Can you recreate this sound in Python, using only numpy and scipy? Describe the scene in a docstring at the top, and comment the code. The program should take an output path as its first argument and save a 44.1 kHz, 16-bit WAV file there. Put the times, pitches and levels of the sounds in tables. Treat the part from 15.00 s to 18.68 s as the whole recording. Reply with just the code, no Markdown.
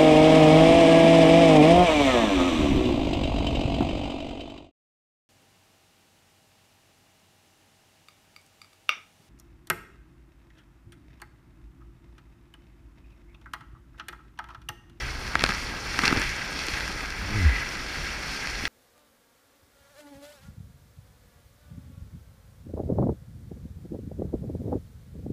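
"""White water roars and crackles, heard from inside a plastic camera case on a kayak riding a river wave.
Bursting foam rings the resonances of the case, spray and big drops tick and slap on it, heavier water
thuds. The mount shakes with a low rumble and once groans with a falling pitch, while a hollow note
swells in the roar."""
import sys
import numpy as np
from scipy import signal
from scipy.fft import rfft, irfft
from scipy.io import wavfile
from scipy.ndimage import uniform_filter1d

SR = 44100
rng = np.random.default_rng(int(sys.argv[2]) if len(sys.argv) > 2 else 0)


def output_pcm(signal):
    """Save a mono or channel-first signal as 16-bit PCM at the path in sys.argv[1].

    Samples are clipped to [-1, 1] before scaling.
    """
    pcm = np.clip(np.atleast_2d(signal).T, -1, 1) * 32767
    wavfile.write(sys.argv[1], SR, np.round(pcm).astype(np.int16))


N = 162288

# case resonances (frequency [Hz], gain [dB], t60 [s])
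CASE_MODES = [(831, -11, 0.0098), (1300, 2.5, 0.011), (1626, 4, 0.016), (1964, 4, 0.011),
              (2265, 0.5, 0.0081), (2650, 1, 0.011), (3348, -10.5, 0.0069), (4370, -1.5, 0.0064),
              (5000, -6.5, 0.002), (5680, -2, 0.0031), (6870, -26, 0.017), (8240, -41, 0.0032),
              (9500, -31.5, 0.00091), (11500, -42, 0.0047)]


def undb(db):
    return 10 ** (np.asarray(db) / 20)


def unit_rms(x):
    return x / np.sqrt(np.mean(x ** 2))


def curve(table, column=1):
    """One column of a time table, interpolated per sample."""
    rows = np.array(table)
    return np.interp(np.arange(N) / SR, rows[:, 0], rows[:, column])


def gate(table):
    """True between a time table's first and last rows."""
    t = np.arange(N) / SR
    return (t > table[0][0]) & (t < table[-1][0])


def coloured(x, points):
    """Filter x by (frequency [Hz], gain [dB]) points."""
    hz, rows = np.fft.rfftfreq(N, 1 / SR) + 1, np.array(points)
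    gain_db = np.interp(np.log(hz), np.log(rows[:, 0]), rows[:, 1])
    return irfft(rfft(x) * undb(gain_db), N)


def ring(x, hz, t60_s):
    """One mode, unity gain at its centre."""
    r = 1000 ** (-1 / (t60_s * SR))
    gain = (1 - r * r) / 2
    return signal.lfilter([gain, 0, -gain], [1, -2 * r * np.cos(2 * np.pi * hz / SR), r * r], x)


def walk(rate_hz):
    """Random steps, smoothed twice; unit RMS."""
    hold = int(SR / rate_hz)
    steps = np.repeat(rng.standard_normal(N // hold + 1), hold)
    return unit_rms(uniform_filter1d(uniform_filter1d(steps, hold), hold)[:N])


def case(push):
    """push(k, hz) drives case mode k; push(-1, hz) leaks through unrung; the walls dull both."""
    # leak below, then above the split (frequency [Hz], gain [dB])
    leaks = [(2000, -14.5), (10000, -17.5)]
    split_hz, wall_hz = 7500, 5780
    rung = sum((-1) ** k * undb(db) * ring(push(k, hz), hz, t60_s)
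               for k, (hz, db, t60_s) in enumerate(CASE_MODES))
    low, high = (undb(db) * push(-1, hz) for hz, db in leaks)
    split = signal.butter(1, split_hz, fs=SR, output="sos")
    walls = signal.butter(2, wall_hz, fs=SR, output="sos")
    return signal.sosfilt(walls, rung + high + signal.sosfilt(split, low - high))


def splats(times_s, peak_db, centre_hz, fall_db_oct, spatter_ms):
    """Drops hit the case: an impulse plus decaying spatter, each with its own mix of modes."""
    age = np.arange(600)[None]
    decay_samples = np.clip(spatter_ms, .03, 3)[:, None] * SR / 1000
    spatter = rng.standard_normal((len(times_s), age.size)) * np.exp(-age / decay_samples)
    force = spatter - 4.9 * (age == 0)
    scatter_db = rng.standard_normal((len(times_s), len(CASE_MODES) + 1))

    def push(k, hz):
        octaves_off = np.abs(np.log2(hz / centre_hz))
        return force * undb(scatter_db[:, k] - fall_db_oct * octaves_off)[:, None]

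    hits = case(push)
    hits *= (undb(peak_db) / np.abs(hits).max(axis=1))[:, None]
    index = (times_s * SR).astype(int)[:, None] + age
    return np.bincount(index.ravel(), hits.ravel(), N + age.size)[:N]


def rumble():
    """Lumpy low shaking of the mount."""
    # shake envelope (time [s], level [dB])
    levels = [(0, -37), (.3, -37), (.6, -36), (.85, -37.5), (1.1, -35), (1.35, -33.5), (1.5, -42),
              (1.7, -38), (1.95, -39.5), (2.2, -39), (2.45, -32), (2.65, -40), (2.85, -40.5), (3.05, -39),
              (3.22, -38), (3.43, -41), (3.68, -36)]
    # shake spectrum (frequency [Hz], gain [dB])
    spectrum = [(12, -44), (20, -2.5), (59, 2.5), (97, -9), (134, -10), (160, -12.5), (210, -53),
                (350, -120)]
    points = [(10, -40)] + list(spectrum) + [(260, -57)]  # flat floor above 260 Hz
    shake = unit_rms(coloured(rng.standard_normal(N), points))
    return shake * undb(curve(levels) + 1.7 * walk(7.9))


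def groan():
    """Slip cycles of the mount: they swell and lose overtones as the pitch sinks, then fade."""
    # slip (time [s], pitch [Hz], level [dB], overtones [dB re fundamental])
    slip = [(2.21, 84, -55, -10), (2.25, 92.1, -32.5, -28), (2.3, 101.3, -41.5, -3),
            (2.36, 105.7, -24.5, -16), (2.41, 95, -26.5, -12.5), (2.44, 83.7, -21, -22),
            (2.465, 76, -12.5, -32), (2.485, 70, -14.5, -52), (2.51, 58, -23.5, -37),
            (2.54, 49.7, -31, -28), (2.58, 41.5, -30, -32), (2.62, 38, -52, -29)]
    # overtones (harmonic number, gain [dB])
    harmonics = [(2, 3), (3, 1), (4, -9.5)]
    pitch_hz = curve(slip) * (1 + 0.0093 * walk(39.54))
    phase = 2 * np.pi * np.cumsum(pitch_hz) / SR
    overtones = sum(undb(db) * np.sin(k * phase) for k, db in harmonics)
    tone = np.sin(phase) + undb(curve(slip, column=3)) * overtones
    return gate(slip) * np.sqrt(2) * undb(curve(slip, column=2)) * tone


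def hollow_note():
    """Noise rings one narrow resonance, swelling briefly in the roar."""
    # swell (time [s], level [dB])
    levels = [(2.3, -60), (2.4, -33), (2.47, -35), (2.51, -33), (2.56, -34.5), (2.66, -42), (2.75, -60)]
    note = unit_rms(ring(rng.standard_normal(N), hz=2000, t60_s=0.034))
    return gate(levels) * note * undb(curve(levels))


def thuds():
    """Heavy water: a few damped cycles per blow."""
    # blows (time [s], peak [dB], pitch [Hz])
    blows = [(0.3547, -13.5, 756), (.3547, -24, 300), (0.4382, -12, 634), (0.44, -20.5, 258),
             (0.496, -20, 206), (0.992, -23.5, 298), (1.036, -18, 226), (1.08, -19.5, 253),
             (1.113, -18.5, 287), (1.1268, -12, 280), (1.128, -21, 422), (1.163, -22, 400), (1.17, -18, 99),
             (1.175, -16.5, 303), (1.197, -22.5, 307), (1.686, -28, 300), (1.734, -26.5, 70),
             (1.895, -33, 283), (3.638, -23, 280)]
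    t60_cycles = 5.54
    age_s = np.arange(4000) / SR
    out = np.zeros(N + len(age_s))
    for time_s, peak_db, hz in blows:
        cycles = hz * age_s
        thud = -np.sin(2 * np.pi * cycles) * undb(-60 * cycles / t60_cycles)
        out[int(time_s * SR):][:len(age_s)] += undb(peak_db) * thud / np.abs(thud).max()
    return out[:N]


def spray(level_db, centre_hz, fall_db_oct, density_db):
    """Droplets tick on the case at random, denser when the wave throws water up."""
    # spray density before density_db is added (time [s], rate [dB re 1 tick/s])
    rates = [(0, 25.5), (.34, 24), (.4, 43.5), (.52, 47), (.62, 25.5), (.85, 29), (.97, 45), (1.08, 34),
             (1.22, 41), (1.35, 29), (1.55, 31), (1.72, 40), (1.95, 30), (2.2, 24), (2.6, 30), (3.0, 20),
             (3.45, 33.5), (3.68, 28)]
    candidates = 900
    place, lot, tone, spatter = rng.random((candidates, 4)).T
    scatter_db = 3.5 * rng.standard_normal(candidates).clip(-2, 2)
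    times_s = place * (N - 1) / SR
    ticks_per_s = undb(np.interp(times_s, *np.array(rates).T) + density_db)
    share = ticks_per_s * N / SR / candidates
    thinning_db = 120 * np.clip(lot / share - 1, 0, 1)  # mutes candidates beyond the share
    peak_db = level_db + scatter_db - thinning_db
    tick_hz = centre_hz * 2 ** (1.2 * (tone - .5))
    return splats(times_s, peak_db, tick_hz, fall_db_oct, spatter_ms=0.83 * spatter)


def big_drops():
    """Single drops slap the case and stand out of the spray."""
    # hits (time [s], peak [dB], centre [Hz], fall from centre [dB/oct], spatter decay [ms, capped at 3])
    hits = [(0.354, -4, 1480, 13, 0.042), (.393, -15.5, 3000, 6, 1.1), (0.4085, -16, 5000, 2, 2),
            (0.4213, -18, 1800, 11, 0.72), (0.422, -31, 10500, 12, .6), (.431, -30, 10000, 12, .8),
            (.487, -32, 10000, 8, .3), (.538, -27, 4000, 5, .5), (0.4388, -2.5, 3970, 2, 0.55),
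            (.449, -16, 1400, 15, 1.5), (0.4625, -11, 3000, 5, 1.7), (0.4905, -11, 7000, 1.5, 0.92),
            (.493, -15, 2200, 2, 1.5), (0.501, -23, 3000, 13, .6), (0.5052, -13.5, 2000, 6, 1.2),
            (0.509, -21, 2500, 8, 1), (0.52, -15, 1400, 9, 0.6), (.528, -24, 5000, 3, .6),
            (.943, -20, 1600, 10, .8), (.959, -23, 3460, 19, .8), (.99, -6, 4500, 3, 1.3),
            (1.0195, -19, 4500, 9, 1.3), (1.005, -24, 7000, 1, .8), (1.024, -32, 12000, 10, .4),
            (1.035, -10.5, 1300, 7, 1.2), (1.0382, -15, 1500, 8, 2.5), (1.035, -28, 9000, 7, .3),
            (1.039, -26, 10000, 8, 1), (1.043, -21, 3000, 13, 1.7), (1.052, -13, 3500, 3, 0.53),
            (1.055, -6.5, 4300, 6.5, 0.97), (1.06, -15, 2500, -4, 0.46), (1.071, -12.5, 2500, 13, 1.5),
            (1.0785, -5.5, 3460, 7, 1), (1.095, -21, 3000, 14, 1.8), (1.106, -21, 6000, 3, 0.67),
            (1.124, -20, 4000, 12, .6), (1.1117, -19, 1370, 10, .5), (1.127, -11, 1300, 17, 0.25),
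            (1.138, -28, 10000, 11, .4), (1.163, -17, 1500, 8, 0.98), (1.197, -25, 10500, 14, 1),
            (1.213, -29, 6000, 2, .4), (1.172, -15.5, 3000, 16, 1), (1.217, -16.5, 6000, 4, 0.3),
            (1.293, -23, 6000, 8, .6), (1.562, -24, 3400, 17, 0.54), (1.577, -32, 9500, 12, .5),
            (1.591, -20, 3380, 19, .5), (1.618, -32, 10000, 10, .4), (1.637, -21, 3400, 6, .5),
            (1.668, -21.5, 9500, 8, .5), (1.787, -27, 5000, 0, .4), (1.917, -28, 3300, 12, .5),
            (1.987, -32, 10000, 10, .4), (1.806, -20, 3500, 5, 1.4), (1.684, -15, 3370, 8, 0.46),
            (1.7375, -17.5, 3030, 8, 0.25), (1.742, -18, 3000, 5, 0.74), (1.878, -20, 3600, 5, 0.55),
            (2.006, -19.5, 2200, 5, 0.4), (2.275, -29, 5000, 5, .6), (2.69, -25, 5000, 10, .8),
            (2.494, -17, 1970, 33, 3.6), (3.472, -18, 4000, 1, .6), (3.554, -22, 4000, 7, 0.52),
            (3.653, -11.5, 3220, 14, 1.5)]
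    return splats(*np.array(hits).T)


def foam():
    """Bursting bubbles drive the case; adjacent half-octave bands swell together, each also flickers."""
    # foam outside the case (frequency [Hz], gain [dB])
    spectrum = [(120, 8), (300, 5.5), (600, 0), (1200, -6), (2500, -3), (5000, 0), (9000, 0.5), (15000, 6)]
    # band levels inside (time [s], 1.5-3 kHz [dB], 0.7-1.5 kHz [dB], above 3 kHz [dB], 110-700 Hz [dB])
    levels = [(0, -37.5, -44.5, -43.5, -44), (.15, -43, -43.5, -43, -44), (.3, -46.5, -42.5, -42.5, -43.5),
              (.4, -36, -41.5, -44.5, -39.5), (.5, -42, -38, -40.5, -41.5), (.6, -40.5, -43.5, -38.5, -45),
              (.7, -41.5, -42, -42, -42), (.8, -46, -42.5, -42.5, -41), (.93, -37, -43, -38, -44),
              (1.05, -31, -33, -36.5, -35.5), (1.17, -33, -35.5, -38.5, -37),
              (1.28, -32.5, -44, -38.5, -44.5), (1.42, -39.5, -41.5, -41, -43.5), (1.6, -39, -44, -39, -40),
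              (1.75, -37, -39.5, -38, -43.5), (1.95, -41.5, -44, -41.5, -41),
              (2.13, -40.5, -43, -43.5, -45.5), (2.32, -38, -42.5, -41, -40.5),
              (2.42, -38.5, -41.5, -39.5, -39.5), (2.52, -32.5, -42.5, -43, -42),
              (2.62, -34.5, -42, -41, -41.5), (2.73, -38, -42, -39.5, -43.5),
              (2.88, -39.5, -44, -41.5, -43), (3.05, -37, -43.5, -40, -42.5), (3.19, -39.5, -43, -42, -43),
              (3.3, -40.5, -42.5, -38.5, -43), (3.5, -36.5, -44.5, -40, -43.5),
              (3.68, -38.5, -43, -39.5, -42.5)]
    crackle, slow, shared = 0, walk(14), walk(36.5)
    for hz in 130 * 2 ** np.arange(0, 6.9, .5):
        bursts = rng.standard_normal(N) * undb(1.54 * rng.exponential(size=N))
        shared = unit_rms(0.66 * shared + 0.73 * walk(34.9))
        flicker_db = 0.2 * slow + 0.65 * shared + 1.67 * walk(90)
        half_octave = signal.butter(1, [hz / 2 ** .25, hz * 2 ** .25], "band", fs=SR, output="sos")
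        crackle += undb(flicker_db) * signal.sosfilt(half_octave, bursts)
    outside = coloured(crackle, spectrum)
    inside = rfft(case(lambda k, hz: outside))
    bins_hz = np.fft.rfftfreq(N, 1 / SR)
    above = {hz: 1 - 1 / (1 + (bins_hz / hz) ** 6) for hz in (110, 700, 1500, 3000)}
    bands = above[1500] - above[3000], above[700] - above[1500], above[3000], above[110] - above[700]
    return sum(unit_rms(irfft(inside * band, N)) * undb(curve(levels, column))
               for column, band in enumerate(bands, start=1))


def scene():
    """Water and mount, mixed to mono."""
    ticks = spray(level_db=-29, centre_hz=4200, fall_db_oct=3.5, density_db=0)
    mist = spray(level_db=-41, centre_hz=10000, fall_db_oct=10, density_db=5)
    return (foam() + hollow_note() + big_drops() + ticks + mist + thuds() + rumble() + groan())[None]


def record(dry):
    """The microphone port colours the treble; the camera cuts the top."""
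    # port response (frequency [Hz], gain [dB])
    port = [(5800, -0.5), (6500, -3), (7000, 0.5), (8200, -4.5), (8700, 1), (9300, 1.5), (10300, 0.5),
            (11400, -1), (12000, 0), (15000, 4.5)]
    top_hz = 15250
    lowpass = signal.ellip(12, .2, 60, top_hz, fs=SR, output="sos")
    return signal.sosfilt(lowpass, coloured(dry, port))


dry = scene()
out = record(dry)
output_pcm(out)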